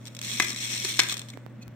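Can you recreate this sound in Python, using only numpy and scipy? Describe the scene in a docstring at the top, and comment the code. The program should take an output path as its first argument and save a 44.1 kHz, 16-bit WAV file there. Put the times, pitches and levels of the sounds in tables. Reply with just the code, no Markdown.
"""Kitchen counter in a small, live room with mains hum. A hand rolls a glass bottle against the cutter
of a scoring jig. The cutter catches in single slips, runs into a gritty scrape and stutters to a stop;
each slip crushes grains of glass and rings the bottle. Chips break out, twice loudly, and jolt bottle
and jig. Handling adds low bumps; faint squeaks and ticks follow as the hand lets go."""
import sys
import numpy as np
from scipy import signal
from scipy.fft import rfft, irfft, next_fast_len
from scipy.io import wavfile

SR = 44100
rng = np.random.default_rng(int(sys.argv[2]) if len(sys.argv) > 2 else 0)


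def write(x):
    x = np.atleast_2d(x).T
    wavfile.write(sys.argv[1], SR, np.round(np.clip(x, -1, 1) * 32767).astype(np.int16))


N = 77175
TIME_S = np.arange(N) / SR

# mains hum and faint steady tones: f/Hz, level/dB
HUM_TONES = [(120, -46), (216, -56.5), (260, -60.5)]
# room air: f/Hz, level/dB
AIR_SPECTRUM = [(25, -23), (60, -25), (100, -5.5), (160, -2), (230, -1.5), (330, -7), (430, -15.5),
                (550, -8), (750, -19.5), (2000, -21.5), (4000, -38.5), (8000, -56.5), (16000, -45)]
# prominent single slips: t/s, level/dB
SINGLE_SLIPS = [(0.0542, -39.5), (0.0636, -39), (0.0704, -36.5), (0.0743, -42), (0.0798, -38.5),
                (0.149, -36.5), (0.1665, -35.5), (0.19, -32.5), (0.2149, -29.5), (0.227, -33),
                (0.2353, -36.5), (0.2402, -35), (0.252, -37), (0.399, -18), (0.4224, -23), (0.4253, -25.5),
                (0.4458, -26), (0.4943, -32), (0.503, -28), (0.52, -35), (0.5294, -34), (0.546, -34.5),
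                (0.5611, -31), (0.8226, -31), (0.848, -22.5), (1.018, -27.5), (1.034, -24.5), (1.067, -34),
                (1.0864, -29), (1.0956, -26.5), (1.0987, -30), (1.1243, -24.5), (1.1409, -28.5),
                (1.1689, -30.5), (1.1782, -32.5), (1.1934, -30), (1.2015, -50), (1.2164, -37.5),
                (1.2861, -40.5), (1.292, -46.5), (1.3009, -39.5)]
# tick at slip onset: f/Hz, level/dB
CATCH_SPECTRUM = [(200, -6.5), (600, -10.5), (1200, -1.5), (2500, -10.5), (3500, 2), (5000, 2.5),
                  (8500, 1.5), (9500, -21), (15000, -19.5)]
# continuous scoring effort: t/s, level/dB
EFFORT_CURVE = [(0.205, -61), (0.245, -37), (0.3, -36), (0.39, -35), (0.45, -39), (0.505, -38),
                (0.55, -50.5), (0.585, -39.5), (0.64, -35.5), (0.69, -38.5), (0.735, -32.5), (0.78, -37),
                (0.82, -39), (0.87, -33.5), (0.985, -38), (1.02, -38), (1.06, -45.5), (1.115, -32),
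                (1.135, -39), (1.155, -74.5)]
# crushing glass: f/Hz, level/dB
GRIT_SPECTRUM = [(100, -49), (350, -1), (700, -19), (1150, -8.5), (1400, -20.5), (1900, -1.5), (2600, 0.5),
                 (2930, -6.5), (3300, 8.5), (4330, -3.5), (4600, -10), (5100, -3.5), (5500, -1.5),
                 (7300, 4), (8750, -7.5), (9250, -15.5), (11000, -5.5), (12500, -11), (14800, -5),
                 (16000, -23)]
# bottle and cutter resonances: f/Hz, width/Hz, level/dB, left-right/dB
GLASS_MODES = [(2176, 38, -5, 9.5), (2246, 93, 5.5, 10.5), (2515, 49, 5, 8), (2750, 60, 1, 9),
               (3116, 63.3, 0.5, 16.5), (3342, 50, 7.5, -4), (3480, 60, 6.5, -5.5), (3860, 82, 6.5, -13),
               (4224, 74, 8.5, -3.5), (4410, 60, -8, -8), (4960, 65, -1, 12), (5370, 138, -3.5, 18.5),
               (5580, 82, 7, 13), (5875, 190, 7, -0.5), (6420, 132, -10.5, -9.5), (6800, 67, 2, -6.5),
               (7020, 89, -1.5, -11), (7370, 90, 0.5, 7.5), (7980, 160, -1.5, 14), (8250, 108, 5.5, 12),
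               (8400, 69, -6.5, 10.5)]
# strength of the glass ring, swelling to mid-scrape, then easing: t/s, level/dB
RING_CURVE = [(0.08, -6), (0.3, -2), (0.7, 1), (1.15, -4)]
# rolling bottle: f/Hz, level/dB
ROLL_SPECTRUM = [(40, -9), (130, 1), (220, 4.5), (340, 1.5), (520, -18.5), (1200, -20), (4000, -35)]
# handling bumps: t/s, 1/e half-length/s, f/Hz, level/dB
HAND_BUMPS = [(0.347, 0.02, 225, -42), (0.442, .03, 64, -61), (0.495, 0.006, 262, -40),
              (0.543, 0.0047, 211.4, -39), (0.851, 0.0063, 379, -39), (1.348, 0.012, 260.7, -45),
              (1.594, 0.0078, 221.4, -40), (1.682, 0.017, 73, -51.5)]
# chips: t/s, knock/dB, splinter/dB, ring/dB, ring tilt/(dB/octave), place (0 fresh glass, 1 groove)
CHIPS = [(0.4, -17, -21, -15.5, -1, 0.01), (0.4044, -49.5, -25, -39, -3, 0.49),
         (0.8512, -34.5, -31, -35, -1, 1), (0.9918, -18, -10, -13.5, -1, 1),
         (0.9948, -33.5, -10, -38.5, -6.5, 1), (1.0004, -38, -13, -21.5, 5, 1),
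         (1.1227, -34.5, -46, -46, -1, 1)]
# splintering: f/Hz, level/dB
SPLINTER_SPECTRUM = [(200, -9), (800, -3), (1400, 6), (2200, 14), (3600, 7.5), (5500, 11.5), (8400, 10.5),
                     (9500, -12), (13000, 0), (16000, -34.5)]
# jig on the counter: f/Hz, level/dB, t60/s
JIG_MODES = [(222.5, -34.5, 0.039), (353.5, -6.5, 0.031), (760, -6, 0.015), (1025, -10, .04),
             (1166, -2.5, .025)]
# struck bottle: f/Hz, t60/s, level on fresh glass/dB, level in groove/dB
BOTTLE_MODES = [(1530, 0.023, -13, -6.5), (1690, 0.028, -0.5, -4), (2042, 0.035, 2, -21),
                (2204, 0.036, -5.5, -1), (2378, 0.043, -6.5, -10), (2530, 0.035, -5.5, -14),
                (3495, 0.017, -21.5, -2.5), (3734, 0.022, -6, -4), (4200, 0.034, -22.5, -3),
                (5370, .016, -22.5, 0.5), (5530, 0.014, -20, -25)]
# cutter on the groove edge: f/Hz, width/Hz, level/dB
GROOVE_MODES = [(3513, 130, 16), (4220, 87, 13.5), (6030, 136, -1.5)]
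# glass squeaks: t/s, 1/e half-length/s, f/Hz, level/dB
GLASS_SQUEAKS = [(1.338, 0.0046, 2215, -46), (1.624, 0.012, 2540, -54), (1.63, 0.006, 4320, -51),
                 (1.626, 0.009, 6220, -57)]
# dry ticks: t/s, level/dB, low-pass f/Hz, left-right/dB
DRY_TICKS = [(1.374, -16, 677, -26.5), (1.464, -18, 695, -29), (1.68, -33, 9300, 31.5)]
# dry tick colour: f/Hz, level/dB
TICK_SPECTRUM = [(60, -7), (300, 5), (1500, -1.5), (7000, -10.5), (10000, -13), (16000, -2.5)]
# reverberation: f/Hz, t60/s, level/dB
ROOM_BANDS = [(147, 0.83, -6.5), (500, 0.19, -4), (1190, 0.67, -11.5), (2270, 0.35, -7.5),
              (4580, 0.46, -17), (7950, 0.67, -18), (15000, 0.36, -11)]


def from_db(db):
    """Decibels to gain."""
    return 10 ** (np.asarray(db) / 20)


def unit_rms(x):
    """Scale to rms 1."""
    return x / np.sqrt(np.mean(x ** 2) + 1e-20)


def pan(db):
    """Stereo gains for a left-right level difference."""
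    return from_db(np.array([[db / 2], [-db / 2]]))


def stereo(mid, side, side_db):
    """Mid and side to left and right, rms 1."""
    return unit_rms(mid + from_db(side_db) * side * np.array([[1], [-1]]))


def gain_curve(points):
    """Gain per sample from t/s, level/dB points."""
    return from_db(np.interp(TIME_S, *np.transpose(points)))


def at_hz(points, hz, column=1):
    """Interpolate a table column over log frequency."""
    table = np.array(points)
    return np.interp(np.log(hz + 1e-9), np.log(table[:, 0]), table[:, column])


def colour(x, spectrum):
    """Minimum-phase filter, unit power gain."""
    size = 2 * next_fast_len(N)
    hz = np.arange(size // 2 + 1) * SR / size
    gain = unit_rms(from_db(at_hz(spectrum, hz)))
    cepstrum = irfft(np.log(gain))
    cepstrum[1:size // 2] *= 2
    cepstrum[size // 2 + 1:] = 0
    return irfft(rfft(x, size) * np.exp(rfft(cepstrum)))[..., :N]


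def butter(x, order, hz, kind):
    """Butterworth filter."""
    return signal.sosfilt(signal.butter(order, hz, kind, fs=SR, output="sos"), x)


def resonate(x, hz, width_hz):
    """Two-pole resonance, peak gain 1."""
    radius = np.exp(-np.pi * width_hz / SR)
    feedback = [1, -2 * radius * np.cos(2 * np.pi * hz / SR), radius ** 2]
    return signal.lfilter(np.array([1, 0, -1]) * (1 - radius ** 2) / 2, feedback, x + 1e-18)


def strike(start_s, modes, neighbour_gain=1):
    """Struck modes; negative neighbour_gain swings adjacent ones in antiphase."""
    age_s = np.maximum(TIME_S - start_s, 0)
    return sum(neighbour_gain ** k * from_db(db - 60 * age_s / t60_s) * np.sin(2 * np.pi * hz * age_s)
               for k, (hz, db, t60_s) in enumerate(modes))


def bursts(times_s, levels_db, rise_s=0.00013, fall_s=0.0021):
    """Envelope of short bursts, summed in power."""
    age_s = np.arange(SR // 20) / SR
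    shape = (1 - np.exp(-age_s / rise_s)) * np.exp(-age_s / fall_s)
    onsets = np.zeros(N)
    np.add.at(onsets, np.clip((times_s * SR).astype(int), 0, N - 1), from_db(levels_db) ** 2)
    power = signal.fftconvolve(onsets, (shape / shape.max()) ** 2)[:N]
    return np.sqrt(np.maximum(power, 0))


def sine(hz):
    """Random-phase sine, rms 1."""
    return np.sqrt(2) * np.sin(2 * np.pi * (hz * TIME_S + rng.random()))


def noise(spectrum):
    """Coloured noise, partly alike left and right."""
    return colour(stereo(*rng.standard_normal((2, N)), side_db=-7.5), spectrum)


def hum():
    """Mains hum with two faint steady tones."""
    return sum(from_db(db) * sine(hz) for hz, db in HUM_TONES)


def air():
    """Steady low room noise."""
    return from_db(-50.5) * noise(AIR_SPECTRUM)


def grains(rate_per_s=20000):
    """Dense microscopic fractures: impulses of random sign."""
    mid, side = np.sign(rng.standard_normal((2, N))) * (rng.random((2, N)) < rate_per_s / SR)
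    return stereo(mid, side, side_db=-2)


def catches():
    """Crisp tick as each single slip starts, before the glass rings."""
    envelope = bursts(*np.transpose(SINGLE_SLIPS), fall_s=0.0011)
    return from_db(-0.5) * colour(grains() * envelope, CATCH_SPECTRUM)


def glass_ring(force, top_hz=8710):
    """Bottle and cutter resonate, each mode panned on its own."""
    ring = 2 * sum(from_db(db) * pan(pan_db) * resonate(force, hz, width_hz)
                   for hz, width_hz, db, pan_db in GLASS_MODES)
    return butter(ring, 8, top_hz, "low")


def stick_slip(effort, rate_per_s=240, log_jitter=0.47, spread_db=1.5, steady_db=-4.5):
    """Bite envelope: rapid uneven slips, steady grind and single slips."""
    gap_draws, level_draws = rng.standard_normal((600, 2)).T
    times_s = np.cumsum(np.exp(log_jitter * gap_draws)) / rate_per_s
    inside = times_s < TIME_S[-1]
    slips = unit_rms(bursts(times_s[inside], spread_db * level_draws[inside]))
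    grind = effort * unit_rms(np.hypot(slips, from_db(steady_db)))
    return np.hypot(grind, bursts(*np.transpose(SINGLE_SLIPS)))


def scrape(bite):
    """The cutter crushes grains and rings the glass."""
    grit = from_db(-2.5) * colour(grains() * bite, GRIT_SPECTRUM)
    return grit + glass_ring(grains() * bite * gain_curve(RING_CURVE))


def rumble(effort):
    """The rolling bottle rumbles in step with the effort."""
    return from_db(-16.5) * effort * noise(ROLL_SPECTRUM)


def bumps():
    """Low swells of jig and counter under the hand."""
    return sum(from_db(db) * np.exp(-((TIME_S - peak_s) / half_s) ** 2) * sine(hz)
               for peak_s, half_s, hz, db in HAND_BUMPS)


def cracks(snap_db=6, snap_delay_s=0.0006, tilt_pivot_hz=2000):
    """Chips snap out in bright bursts; the jig knocks, the bottle rings according to the place."""
    times_s, _, splinter_db, *_ = np.transpose(CHIPS)
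    force = grains() * bursts(times_s, splinter_db, rise_s=0.000091)
    force[:, ((times_s + snap_delay_s) * SR).astype(int)] += from_db(splinter_db + snap_db)
    out = colour(force, SPLINTER_SPECTRUM) + from_db(-12.5) * glass_ring(force)
    for start_s, knock_db, _, ring_db, db_per_octave, place in CHIPS:
        modes = []
        for hz, t60_s, fresh_db, groove_db in BOTTLE_MODES:
            tilt_db = db_per_octave * np.log2(hz / tilt_pivot_hz)
            modes.append((hz, np.interp(place, [0, 1], [fresh_db, groove_db]) + tilt_db, t60_s))
        out += from_db(knock_db) * pan(db=3) * strike(start_s, JIG_MODES)
        out += from_db(ring_db) * pan(db=8) * strike(start_s, modes, neighbour_gain=-1.002)
    return butter(out, order=2, hz=110, kind="high")


def groove_chirp(bite, start_s=0.63, full_s=1):
    """Once the groove is cut, the cutter chirps on its edge."""
    force = grains() * bite * np.interp(TIME_S, [start_s, full_s], [0, 1])
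    return sum(from_db(db) * resonate(force, hz, width_hz) for hz, width_hz, db in GROOVE_MODES)


def squeaks(width_hz=77, rasp_db=-6.5):
    """The glass squeaks as the hand lets go: brief, narrow, raspy tones."""
    out = 0
    for peak_s, half_s, hz, db in GLASS_SQUEAKS:
        band = resonate(rng.standard_normal(N), hz, width_hz)
        tone = np.sqrt(2) * np.cos(np.angle(signal.hilbert(band)))
        rasp = from_db(rasp_db) * colour(grains(), GRIT_SPECTRUM)
        swell = np.exp(-((TIME_S - peak_s) / half_s) ** 2)
        out += from_db(db) * swell * (tone + rasp)
    return out


def ticks():
    """Tiny dry clicks, each close on one side."""
    out = 0
    for start_s, db, corner_hz, pan_db in DRY_TICKS:
        click = signal.unit_impulse(N, int(start_s * SR)) + 1e-18
        pole = np.exp(-2 * np.pi * corner_hz / SR)
        out += from_db(db) * pan(pan_db) * signal.lfilter([1 - pole], [1, -pole], click)
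    return colour(out, TICK_SPECTRUM)


def counter_echo(x, delays_s=(0.0011, 0.0017)):
    """One countertop reflection, with its own path to each side."""
    delayed = [np.roll(side, round(delay_s * SR)) for side, delay_s in zip(x, delays_s)]
    return from_db(-18.5) * np.array(delayed)


def room(x, delay_s=0.0086, build_s=0.002):
    """Diffuse tail: builds after the first wall, decays per band."""
    age_s = np.maximum(TIME_S - delay_s, 0)
    edges_hz = np.geomspace(70, 17000, 13)
    tail = 0
    for low_hz, high_hz in zip(edges_hz, edges_hz[1:]):
        hz = np.sqrt(low_hz * high_hz)
        t60_s, db = at_hz(ROOM_BANDS, hz), at_hz(ROOM_BANDS, hz, column=2)
        shape = (1 - np.exp(-age_s / build_s)) * from_db(-60 * age_s / t60_s)
        band = butter(rng.standard_normal((2, N)), 2, [low_hz, high_hz], "band")
        tail += from_db(db) * band * shape / np.linalg.norm(shape)
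    return signal.fftconvolve(x, tail, axes=1)[:, :N]


def scene(right_lag_s=0.00006):
    """Bottle slightly left, in a live room."""
    effort = gain_curve(EFFORT_CURVE)
    bite = stick_slip(effort)
    cutting = groove_chirp(bite) + scrape(bite) + catches()
    left, right = cutting + counter_echo(cutting) + cracks() + squeaks()
    direct = np.array([left, np.roll(right, round(right_lag_s * SR))])
    return direct + room(direct) + ticks() + bumps() + hum() + air() + rumble(effort)


def record(dry, ceiling=1.2, cutoff_hz=15900):
    """Soft clip, then steep low-pass."""
    rounded = ceiling * np.tanh(dry / ceiling)
    return signal.sosfilt(signal.ellip(10, 0.1, 80, cutoff_hz, fs=SR, output="sos"), rounded)


dry = scene()
out = record(dry)
write(out)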